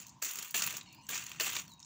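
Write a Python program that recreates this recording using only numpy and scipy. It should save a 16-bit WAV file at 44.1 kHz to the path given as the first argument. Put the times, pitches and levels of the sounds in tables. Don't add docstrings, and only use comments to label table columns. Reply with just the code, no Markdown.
import sys
import numpy as np
from scipy import signal
from scipy.fft import rfft, irfft, next_fast_len
from scipy.io import wavfile
from scipy.ndimage import uniform_filter1d, map_coordinates

SR = 44100
rng = np.random.default_rng(int(sys.argv[2]) if len(sys.argv) > 2 else 0)


def transcribe(signal):
    frames = np.atleast_2d(signal).T
    limited = np.clip(frames, -1, 1)
    pcm = np.round(limited * 32767).astype(np.int16)
    wavfile.write(sys.argv[1], SR, pcm)


def elevation(decibels):
    levels = np.asarray(decibels, float)
    return 10 ** (levels / 20)


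N = 81585


def unit(x):
    return x / np.sqrt(np.mean(x ** 2) + 1e-20)


def curves(rows):
    times, *columns = np.transpose(rows)
    return [np.interp(np.arange(N) / SR, times, column) for column in columns]


def wobble(rate):
    knots = rng.standard_normal(int(N * rate / SR) + 4)
    return map_coordinates(knots, [np.arange(N) * rate / SR])


def coloured(x, points):
    size = next_fast_len(N + 8192)
    hz, db = np.transpose(points)
    log_hz = np.log(np.r_[hz[0] * .8, hz, hz[-1] * 1.06])
    gain_db = np.interp(np.log(np.fft.rfftfreq(size, 1 / SR) + 1), log_hz, np.r_[-100, db, -100])
    cepstrum = irfft(gain_db * np.log(10) / 20, size)
    cepstrum[1:size // 2] *= 2
    cepstrum[size // 2 + 1:] = 0
    return irfft(rfft(x, size) * np.exp(rfft(cepstrum)), size)[:N]


# (frequency [Hz], level [dB])
BODY = [(180, -14.5), (330, -15.5), (650, -19), (1250, -7), (2100, -6.5), (2750, -2.5), (3400, -6.5),
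        (6000, -11.5)]
# (frequency [Hz],
# level [dB])
SHELL = [(2500, -70), (4200, -6.5), (5200, -9.5), (6300, -0.5), (7300, -0.5), (8200, -11.5), (9500, -29)]
# (frequency [Hz], level [dB])
EDGE = [(6500, -60), (8500, -14.5), (11000, -15), (13800, -17), (14800, -2), (15600, -2), (15950, -40),
        (16800, -75)]


def kernel(body, shell, edge):
    return coloured(body, BODY) + coloured(shell, SHELL) + coloured(edge, EDGE)


def rattle():
    grains_per_s, size_spread_db, grain_t60_s = 1700, 3.2, .008
    hits = rng.random(N) < grains_per_s / SR
    sizes = elevation(2 * size_spread_db * np.clip(rng.standard_normal(N), -3, 1.8))
    power = signal.lfilter([1], [1, -elevation(-120 / (grain_t60_s * SR))], hits * sizes)
    return unit(np.sqrt(power) * rng.standard_normal(N))


def patchy(x):
    patch_db = 1.8
    spectrum = signal.stft(x, nperseg=256)[2]
    field = uniform_filter1d(rng.standard_normal(spectrum.shape), size=5, axis=0)
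    field = uniform_filter1d(field, size=8, axis=1)
    return signal.istft(spectrum * elevation(patch_db * unit(field)), nperseg=256)[1][:N]


# (time [s], drag level [dB], edge brightness [dB])
STROKES = [
    [(0, -48.5, 1), (.05, -58, -11), (.12, -65.5, -22), (.21, -77, 1)],
    [(.218, -43, -8), (.224, -38.5, -4), (.27, -39.5, -1.5), (.32, -46.5, -3), (.45, -46.5, -2),
     (.53, -59.5, 0)],
    [(.542, -33.5, 0), (.6, -39, 1), (.645, -38.5, -4), (.655, -44, -6.5), (.74, -44.5, -5),
     (.8, -54.5, -11), (.86, -70, -27)],
    [(.86, -63.5, -16), (1.0, -77.5, -2), (1.08, -68, -2)],
    [(1.088, -45.5, 11), (1.13, -40, -7.5), (1.17, -39.5, -3), (1.22, -49.5, -4), (1.39, -58, -11)],
    [(1.397, -44.5, 6), (1.47, -36.5, 0.5), (1.51, -44, -7), (1.59, -41, -6.5), (1.65, -61, -1),
     (1.69, -66, -29)],
    [(1.69, -58.5, -2), (1.77, -83, 0), (1.81, -63, -22)],
]
STROKE_BODY_DB = [-2.5, 0, 2.5, 4.5, 3.5, 3.5, -4.5]


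def raking():
    drag_db = 0
    t, drive = np.arange(N) / SR, np.zeros((3, N))
    for rows, body_db in zip(STROKES, STROKE_BODY_DB):
        level_db, bright_db = curves(rows)
        stroke = elevation([level_db + body_db, level_db, level_db + bright_db])
        drive = np.where(t >= rows[0][0], stroke, drive)
    shared = rattle()
    parts = np.array([(shared + .5 * rattle()) * elevation(wobble(39.7)) for _ in range(3)])
    steady_level = np.std(kernel(*parts))
    return elevation(drag_db) / steady_level * patchy(kernel(*(parts * drive)))


KNOCK_RISE_S = .0002
# (time [s], peak level [dB], body level [dB], edge level [dB])
KNOCKS = [(0.0094, -56, 2, 2), (0.021, -34, -8, -2), (0.0663, -32, -9, 0.5), (0.082, -36, -16, -5),
          (0.0928, -31.5, -28, -11), (0.2237, -12.5, -8.5, -4), (0.2453, -23.5, -11, 8),
          (0.3089, -24, -6, 4), (0.3118, -25, -8, 9), (0.3338, -31, -3, 9), (0.3562, -24.5, -10, 6),
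          (0.387, -21, -1, 1), (0.4258, -22.5, -6.5, 6), (0.481, -37, -10, 9), (0.5083, -29, -17, 7),
          (0.5444, -15.5, -1, -16), (0.58, -17, -22, -11), (0.5939, -15.5, -3, -4),
          (0.621, -11, -2, -3), (0.637, -14.5, -8, -2), (0.6641, -18.5, -7, 8.5),
          (0.6733, -20, 6.5, 7.5), (0.7061, -21.5, -1, 1.5), (0.725, -30.5, -2, 9),
          (0.7676, -19, -10, 1.5), (0.811, -32.5, 3.5, -16),
          (0.9265, -40, -18, 1), (0.9467, -46.5, 8, 8.5), (1.0669, -36, -22, -17),
               (1.0907, -21, -24, -5), (1.109, -29, -22, 10), (1.1444, -25, -12, 1), (1.1584, -32, -11, 6),
               (1.1767, -19.5, -0.5, -7), (1.238, -29, -7, 2), (1.213, -36, -5, 5), (1.2647, -24.5, -8, -1),
               (1.293, -39, 1, 9), (1.3159, -31, 7, 0), (1.3987, -14, 0, -9), (1.4083, -12, -3.5, -5),
               (1.4926, -25, 7, -10), (1.5523, -21, 2, -1.5), (1.5649, -17, 4.5, 0), (1.679, -47, 8.5, 8),
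               (1.7168, -40, -14, -3), (1.736, -44, -11, -1), (1.8005, -33, -19, -13),
               (1.8268, -38, -23, -17), (1.8464, -37, -14, -19),
          (0.2344, -22.5, -8, 7), (0.2531, -20, -3.5, 4), (0.3707, -26, -7, 4),
                (0.3922, -30.5, 0, 10), (0.446, -32.5, -6, 8), (0.4597, -40, -4, 3), (0.5652, -14, -15, -7),
                (0.5754, -20, -6, 1), (0.646, -29, -10, 3), (0.7808, -33.5, 5, 7), (0.8297, -47, -1, 4),
                (1.1303, -35, 3, 3), (1.3462, -42, 9, -1), (1.3607, -37, 5, -4), (1.4173, -22, -1, 2),
                (1.4623, -23, -4, -5), (1.4783, -31, -11, 3), (1.4996, -33, -6, 11), (1.5128, -30, -1, 3),
                (1.5224, -32, 4, 9), (1.531, -26, 5, 4), (1.5834, -29, -10, 1), (1.598, -39, -2, 11)]


def knocks():
    knock_db, fall_s = -4, .0015
    drive, t = np.zeros((3, N + 1024)), np.arange(1024) / SR
    shape = (1 - np.exp(-t / KNOCK_RISE_S)) * np.exp(-(t / fall_s) ** 0.93 / 2)
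    shape = shape / shape.max()
    for s, db, body_db, edge_db in KNOCKS:
        burst = shape * np.clip(rng.standard_normal((3, len(t))), -1.7, 1.7)
        balance_db = np.array([[body_db], [0], [edge_db]])
        start = round(s * SR)
        drive[:, start:start + len(t)] += elevation(db + knock_db + balance_db) * burst
    return kernel(*drive[:, :N])


# (time [s], level [dB], frequency [Hz])
TICKS = [(0.226, -36.5, 1680), (0.5443, -30.5, 1740), (1.0909, -34.5, 1660), (1.133, -33, 2400),
         (1.568, -31, 2390), (1.3986, -32, 1810), (1.3994, -27, 2710), (1.4071, -22, 4440),
         (.8113, -39, 3910), (0.8118, -47, 7200), (.889, -48, 5300), (0.931, -50, 7400), (.948, -53, 7640),
         (.986, -66, 7340), (1.012, -60, 7500), (1.017, -63, 2900), (1.025, -58, 7100), (1.038, -54, 8200),
         (1.068, -52, 7540), (1.679, -43, 5730), (1.702, -52, 6300), (1.719, -50, 7000), (1.736, -48, 6900),
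         (1.7945, -44.5, 6540), (1.801, -43, 6560), (1.809, -52, 6300), (1.818, -54, 6170),
         (1.828, -39, 5470), (1.829, -45.5, 3800), (1.847, -48, 6550)]


def ticks():
    cycles_to_60_db, partner_ratio, partner_db = 57, 1.26, -11.5
    out, t = np.zeros(N + 2048), np.arange(2048) / SR
    for s, db, hz in TICKS:
        ring = np.sin(2 * np.pi * hz * t)
        ring = ring + elevation(partner_db) * np.sin(2 * np.pi * hz * partner_ratio * t)
        envelope = elevation(db - 60 * t * hz / cycles_to_60_db) * (1 - np.exp(-t / KNOCK_RISE_S))
        out[round(s * SR):][:len(t)] += envelope * ring
    return out[:N]


# (time [s], level [dB])
THUDS = [
    (0.22, -45.5),
    (0.543, -38),
    (.73, -43),
    (1.092, -46),
    (1.403, -34.5),
]
# (frequency [Hz], level [dB], 60 dB decay time [s])
ROOF = [(310, -3, .08), (480, -1, .08), (640, -1, .07), (1000, -4, .06), (1650, -3, .05)]


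def thuds():
    rise_s = 0.0086
    out, t = np.zeros(N + 8192), np.arange(8192) / SR
    for s, db in THUDS:
        ring = np.zeros(len(t))
        for hz, level_db, t60_s in ROOF:
            decay = elevation(level_db + 2 * rng.standard_normal() - 60 * t / t60_s)
            phase = 2 * np.pi * hz * rng.normal(1, 0.06) * t
            drift = 1.06 * np.cumsum(rng.normal(0, 0.066, len(t)))
            ring += decay * np.sin(phase + drift)
        out[round(s * SR):][:len(t)] += elevation(db) * (1 - np.exp(-t / rise_s)) * ring
    return out[:N]


def sheet(x):
    t60_s = .11
    t = np.arange(SR // 4) / SR
    tail = rng.standard_normal(len(t)) * elevation(-60 * t / t60_s)
    return signal.fftconvolve(x, tail / np.linalg.norm(tail))[:N]


# (time [s], frequency [Hz], level [dB])
WHISTLE = [(1.66, 4500, -84), (1.68, 4440, -72), (1.705, 4200, -71), (1.72, 3980, -63), (1.74, 3840, -62),
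           (1.755, 3800, -73), (1.785, 3850, -75), (1.83, 3750, -76), (1.85, 3700, -88)]


def whistle():
    hz, db = curves(WHISTLE)
    sounding = np.arange(N) / SR > WHISTLE[0][0]
    level = elevation(db + 6 + 2 * wobble(160)) * sounding
    return level * np.sin(2 * np.pi * np.cumsum(hz + 35 * wobble(300)) / SR)


# (time [s], length [s], start frequency [Hz], end frequency [Hz], level [dB])
CHIRPS = [(.855, .11, 4400, 4250, -66), (.855, .11, 2950, 2700, -65), (.865, .1, 2200, 2550, -67),
          (.93, .1, 4650, 5100, -70), (.96, .12, 2800, 2900, -70), (.96, .11, 4300, 4300, -73),
          (1.78, .04, 2680, 2680, -73), (.81, .15, 3900, 3600, -71), (.97, .06, 2400, 2500, -69),
          (1.015, .075, 5900, 6500, -70), (1.03, .055, 7900, 7700, -69), (.98, .045, 955, 955, -59),
          (1.69, .1, 4450, 4350, -76), (1.833, .035, 5200, 7700, -59)]


def chirps():
    hoarse_hz, rise_s, fall_s = 330, 0.0046, 0.019
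    out, t = np.zeros(N), np.arange(N) / SR
    for s, length, start_hz, end_hz, level_db in CHIRPS:
        shape = np.clip(np.minimum((t - s) / rise_s, (s + length - t) / fall_s), 0, 1)
        phase = 2 * np.pi * np.cumsum(np.interp(t, [s, s + length], [start_hz, end_hz])) / SR
        wide = hoarse_hz * np.sqrt(start_hz / 3000)
        voice = wobble(wide) * np.sin(phase) + wobble(wide) * np.cos(phase)
        out += elevation(level_db) * shape * unit(voice)
    return out


# (time [s], level [dB])
AMBIENCE = [(0, -62.5), (.18, -60.5), (.21, -71.5), (.5, -71), (.56, -59.5), (.75, -60), (.82, -62),
            (.97, -59), (1.06, -63.5), (1.35, -62.5), (1.43, -60), (1.65, -59), (1.85, -70.5)]
# (frequency [Hz], level [dB])
HUM = [(25, -51), (60, -5), (130, 4.5), (200, 2.5), (320, -7), (450, -24), (800, -11), (1200, -61)]
# (frequency [Hz], level [dB])
DRONE = [(700, -10), (860, 0.5), (930, 13), (1000, 11.5), (1090, 6.5), (1300, -10.5), (7000, -8),
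         (9000, -78)]


def ambience():
    drone_db = -4
    level_db, = curves(AMBIENCE)
    hum = unit(coloured(rng.standard_normal(N), HUM)) * elevation(level_db + 2 * wobble(18))
    drone = unit(coloured(rng.standard_normal(N), DRONE))
    return hum + drone * elevation(level_db.mean() + drone_db + 0.96 * wobble(18.02))


def scene():
    sheet_db = -11
    corn = raking() + knocks() + ticks()
    roof = elevation(sheet_db) * sheet(corn) + thuds()
    background = whistle() + chirps() + ambience()
    return (corn + roof + background)[None]


def top_cut(x):
    return signal.sosfilt(signal.butter(12, 16950, fs=SR, output="sos"), x)


def record(dry):
    ceiling = .11
    mix = dry / (1 + np.abs(dry / ceiling) ** 4) ** (1 / 4)
    return top_cut(mix)


dry = scene()
out = record(dry)
transcribe(out)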